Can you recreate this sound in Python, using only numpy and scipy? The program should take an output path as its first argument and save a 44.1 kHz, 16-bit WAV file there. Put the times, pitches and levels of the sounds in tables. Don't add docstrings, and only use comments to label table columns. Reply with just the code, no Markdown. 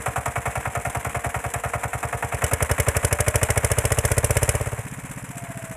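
import sys
import numpy as np
from scipy import signal
from scipy.fft import rfft, irfft
from scipy.io import wavfile

SR = 44100
rng = np.random.default_rng(int(sys.argv[2]) if len(sys.argv) > 2 else 0)


def unload_wav(signal):
    wavfile.write(
        sys.argv[1],
        SR,
        np.round(np.clip(np.atleast_2d(signal).T, -1, 1) * 32767).astype(np.int16),
    )


N = 254016
TIME = np.arange(N) / SR
RING = TIME[:6000]

OPEN_AT_S = 2.27
IDLE_HZ = 10.103
KNOCK_ANGLE = -.236

# (frequency [Hz], relative level [dB])
BLOCK_MODES = [(466, -10.2), (563, -8.1), (611, -6.0), (700, 0.0), (759, -3.7), (824, -7.0), (947, -6.8),
               (1042, -8.9), (1109, -11.5), (1157, -8.7), (1257, -4.7), (1359, -7.6), (1402, -8.9),
               (1470, -8.8), (1631, -11.1), (1701, -15.3), (1768, -12.9), (1846, -8.0), (1916, -15.8),
               (1978, -17.6), (2081, -14.9), (2137, -10.8), (2256, -9.3), (2425, -18.6), (2479, -20.0),
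               (2544, -15.8), (2592, -17.9), (2705, -21.7)]
# (frequency [Hz], relative level [dB])
RATTLE_COLOUR = [(200, -4.5), (430, 0), (620, -3.5), (850, -1), (1050, 2), (1250, -4), (1650, 0.5),
                 (2000, -1), (2450, -3.5), (3300, -19.5), (4300, -35.5), (8000, -27)]
# (frequency [Hz], relative level [dB])
TICK_COLOUR = [(1940, -1), (3300, -9.5), (4020, -14.5), (4360, -23), (6880, -4.5), (7290, -1.5), (8060, 2),
               (8640, -4), (9870, 0), (12300, -11.5), (13400, -9), (14500, -33), (15000, -71)]


def undb(db):
    return 10 ** (np.asarray(db) / 20)


def noise(colour):
    hz, db = np.transpose(colour)
    f = np.maximum(np.fft.rfftfreq(N, 1 / SR), 1)
    gain = undb(np.interp(np.log(f), np.log(hz), db))
    y = irfft(rfft(rng.standard_normal(N)) * gain, N)
    return y / y.std()


def wide(colour, side_db=-11):
    treble = signal.butter(10, 4700, "high", fs=SR, output="sos")
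    side = signal.sosfilt(treble, noise(colour))
    return noise(colour) + undb(side_db) * side * np.array([[1], [-1]])


def chatter(depth_db=3):
    flutter = noise([(1, 8.5), (60, 8.5), (200, -11), (900, -57)])
    return undb(depth_db * flutter - depth_db / 2)


def blows(crank, angle, db, uneven=False):
    at = np.flatnonzero(np.diff(np.floor(crank - angle)) > 0)
    scatter_db = 1.5 if uneven else .45
    train = np.zeros(N)
    train[at] = undb(scatter_db * rng.standard_normal(len(at)))
    return train * undb(db)


def ring(train, response):
    return signal.fftconvolve(train, response)[:N]


def delay(x, seconds):
    return np.interp(TIME - seconds, TIME, x, left=0)


def burst(rise_s, decay_s):
    y = (1 - np.exp(-RING / rise_s)) ** 2 * np.exp(-RING / decay_s)
    return y / y.max()


def cavity(modes, soft_s):
    y = sum(undb(db) * np.exp(-np.pi * width * RING) * np.cos(2 * np.pi * hz * RING)
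            for hz, width, db in modes)
    puff = RING * np.exp(-RING / soft_s)
    y = signal.fftconvolve(y, puff)[:len(RING)]
    return y / np.abs(y).max()


def metal(train, table, t60, vary, tilt_db=0, rise_s=.0006):
    hz, db = np.transpose(table)
    gain = undb(db) / np.sqrt(np.sum(undb(db) ** 2) / 2)
    damping = np.log(1000) / t60 * np.sqrt(hz / hz.mean())
    modes = np.exp(np.outer(2j * np.pi * hz - damping, RING)) * (1 - np.exp(-RING / rise_s))
    tilt = np.broadcast_to(tilt_db, N)
    usual = np.exp(2j * np.pi * rng.random(len(hz)))
    out = np.zeros(N + len(RING))
    for i in np.flatnonzero(train):
        chance = rng.standard_normal((2, len(hz)))
        share = usual + vary * (chance[0] + 1j * chance[1])
        colour = gain * undb(tilt[i] * np.log2(hz / hz.mean()))
        out[i:i + len(RING)] += train[i] * ((colour * share) @ modes).imag
    return out[:N] / np.hypot(1, np.sqrt(2) * vary)


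def throttle():
    opening_s, close_at_s, closing_s = .14, 4.456, .476
    moves_s = [OPEN_AT_S, OPEN_AT_S + opening_s, close_at_s, close_at_s + closing_s]
    return np.interp(TIME, moves_s, [0, 1, 1, -1])


def flywheel(fuel):
    creep_hz_per_s = .055
    pull_hz_per_s, pull_fade_s, drag_hz_per_s = 3.362, 7.83, 2.84
    pull = pull_hz_per_s * np.exp((OPEN_AT_S - TIME) / pull_fade_s)
    idle = IDLE_HZ + creep_hz_per_s * np.minimum(TIME, OPEN_AT_S)
    return idle + np.cumsum(fuel * np.where(fuel > 0, pull, drag_hz_per_s)) / SR


def effort(fuel, firing_hz):
    # (fuel shut [dB], idle [dB], full fuel [dB],
    # change with speed above idle [dB per Hz])
    knock_levels = (-42, -22, -21.5, -0.34)
    thump_levels = (-33.5, -23.5, -17.5, 0.4647)
    spit_levels = (-46.5, -42, -22, 0.49)
    clatter_levels = (-43.5, -44, -41, 0.12)
    falters, fade = -.33, .37
    soften_above_hz, soften_db_per_hz = 13.6, 2
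    wander_db = .4

    faster_hz = firing_hz - IDLE_HZ
    steps = [falters - fade, falters, 0, 1]
    knock, thump, spit, clatter = (
        np.interp(fuel, steps, [shut, idle, idle, full]) + per_hz * faster_hz
        for shut, idle, full, per_hz in (knock_levels, thump_levels, spit_levels, clatter_levels))
    softer = soften_db_per_hz * np.maximum(firing_hz - soften_above_hz, 0)
    wander = wander_db * noise([(1, 0), (5, 0), (15, -60)])
    return knock - softer + wander, thump, spit, clatter


def chassis(thump_db):
    rattle = undb(-42) * noise(RATTLE_COLOUR) + undb(-49) * wide(TICK_COLOUR)
    rumble = undb(-50.5) * noise([(15, -39), (60, 7.5), (130, -10), (280, -12.5), (600, -5), (3000, -75)])
    load_gain = undb(0.37 * np.maximum(thump_db + 33.5, 0))
    return (chatter() * rattle + rumble) * load_gain


def gears(crank, fuel, firing_hz):
    teeth = 46
    whine_db = -47
    case_hz, case_width_hz, case_db = 605, 45, -36
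    overrun_at_s, overrun_rise_s, overrun_db = 5.29, 0.063, -37.5

    detune = (teeth * firing_hz - case_hz) / (case_width_hz / 2)
    resonance = undb(case_db) / (1 + detune ** 2)
    driven = (undb(whine_db) + resonance) * np.clip(1 + fuel, 0, 1)
    overrun = undb(overrun_db) * np.clip((TIME - overrun_at_s) / overrun_rise_s, 0, 1)
    backlash = 1 + 0.44 * noise([(1, -17), (30, 10), (150, -65)])
    twist = 0.31 * noise([(1, -12), (15, 3), (40, -8), (150, -62)])
    return (driven + overrun) * backlash * np.sin(2 * np.pi * teeth * crank + twist)


def intake(crank, thump_db):
    # (frequency [Hz], width [Hz], relative level [dB])
    gulp_modes = [(70.6, 160, 24), (133, 23, -21)]
    # (frequency [Hz], width [Hz], relative level [dB])
    hollow_modes = [(136, 20, -5), (178, 46, 6.5), (259, 36.5, 3)]
    coasting = np.clip((-26 - thump_db) / 3, 0, 1)
    strokes = blows(crank, 0.183, 0)
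    gulp = undb(-24.0) * ring(strokes * (1 - coasting), cavity(gulp_modes, soft_s=0.0012))
    pop = undb(-20.5) * ring(strokes * coasting, cavity(hollow_modes, soft_s=0.00093))
    return -(gulp + pop)


def valves(crank, clatter_db):
    # (angle [cycles after the exhaust thump], decay [s],
    # dull part relative level [dB], bright part relative level [dB])
    valve_taps = [(0.253, 0.018, 5.5, 7.5), (0.371, 0.027, -12, -1), (0.551, 0.0042, -20, -18)]
    dull, bright, taps = 0, 0, 0
    for angle, decay_s, dull_db, bright_db in valve_taps:
        train = blows(crank, angle, clatter_db, uneven=True)
        shake = ring(train, burst(rise_s=0.00013, decay_s=decay_s))
        dull = dull + undb(dull_db) * shake
        bright = bright + undb(bright_db) * shake
        taps = taps + undb(dull_db) * train
    tinwork = dull * noise(RATTLE_COLOUR) + bright * wide(TICK_COLOUR) * chatter()
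    block = undb(-14) * metal(taps, BLOCK_MODES, t60=0.076, vary=0.19, tilt_db=-4)
    return tinwork + block


def combustion(crank, knock_db):
    rise_s = .003
    train = blows(crank, KNOCK_ANGLE, knock_db)
    firing_hz = np.gradient(crank) * SR
    tilt_db = 5 * np.clip(firing_hz - 10.1, 0, 1)
    knock = metal(train, BLOCK_MODES, t60=0.14, vary=0.31, tilt_db=tilt_db, rise_s=rise_s)
    buzz = ring(train, burst(rise_s=rise_s, decay_s=.009)) * noise(RATTLE_COLOUR)
    shots = blows(crank, KNOCK_ANGLE, np.minimum(knock_db, -28))
    tick = ring(shots, burst(rise_s=.0003, decay_s=.015)) * wide(TICK_COLOUR) * chatter()
    return undb(1.43) * knock + undb(-4.0) * buzz + undb(-2) * tick


def exhaust(crank, thump_db, spit_db):
    # (frequency [Hz], width [Hz], relative level [dB])
    silencer_modes = [(73, 99, -9), (107.3, 34.6, 12), (156, 95, -17.5)]
    # (frequency [Hz], width [Hz], relative level [dB])
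    surge_modes = [(76.7, 30, 18), (182, 200, -46), (256, 26, 0)]
    # (frequency [Hz], width [Hz], relative level [dB])
    tailpipe_modes = [(464, 52, 2), (577.5, 29, 0), (890, 230, 1)]
    # (frequency [Hz], relative level [dB])
    gas_colour = [(500, -47), (1200, -3), (2100, 5), (3000, -1), (4300, -15.5), (5400, -0.5), (6300, -1),
                  (7800, 5), (9800, 7), (11200, 2), (13000, -5), (14500, -16)]
    # (frequency [Hz], relative level [dB])
    shell_modes = [(1460, 1), (1690, 2), (1950, 1), (2180, 3), (2400, -9), (2950, -2.5), (3350, -10.5)]

    early = crank + .0093 * np.gradient(crank) * SR
    opening = blows(early, 0, thump_db)
    charge = delay(opening, .0076)
    puffs = .35 * opening + charge
    heavy = np.clip((thump_db + 25.5) / 8, 0, 1)
    thump = undb(4.5) * ring(puffs * (1 - 0.41 * heavy), cavity(silencer_modes, soft_s=0.0016))
    surge = undb(3) * ring(puffs * heavy, cavity(surge_modes, soft_s=0.0017))
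    steep = (puffs + 0.22 * delay(charge, 0.02)) * (0.21 + 0.64 * heavy)
    bark = undb(8.5) * ring(steep, cavity(tailpipe_modes, soft_s=0.00019))
    jet = delay(blows(early, 0, spit_db, uneven=True), .009)
    spit = undb(4.5) * ring(jet, burst(rise_s=0.0011, decay_s=0.0043)) * wide(gas_colour)
    shell_blows = blows(crank, 0.0201, spit_db, uneven=True)
    shell = undb(-3.5) * metal(shell_blows, shell_modes, t60=0.052, vary=1.0)
    return thump + surge + bark + spit + shell


def scene():
    start_angle = .165
    near_db, recede_db_per_s = 0.4, 0.56
    fuel = throttle()
    firing_hz = flywheel(fuel)
    crank = start_angle + np.cumsum(firing_hz) / SR
    knock_db, thump_db, spit_db, clatter_db = effort(fuel, firing_hz)
    tiller = (chassis(thump_db) + gears(crank, fuel, firing_hz) + intake(crank, thump_db)
              + valves(crank, clatter_db) + combustion(crank, knock_db)
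              + exhaust(crank, thump_db, spit_db))
    dip_hz, dip_width_hz = 360, 90
    notch = signal.iirnotch(dip_hz, dip_hz / dip_width_hz, fs=SR)
    return signal.lfilter(*notch, tiller) * undb(near_db - recede_db_per_s * TIME)


def record(dry):
    gentle = signal.butter(2, 42, "high", fs=SR, output="sos")
    steep = signal.butter(4, 38, "high", fs=SR, output="sos")
    top = signal.ellip(8, .2, 90, 14500, fs=SR, output="sos")
    thin = signal.sosfiltfilt(steep, signal.sosfilt(gentle, dry))
    return signal.sosfilt(top, thin)


dry = scene()
out = record(dry)
unload_wav(out)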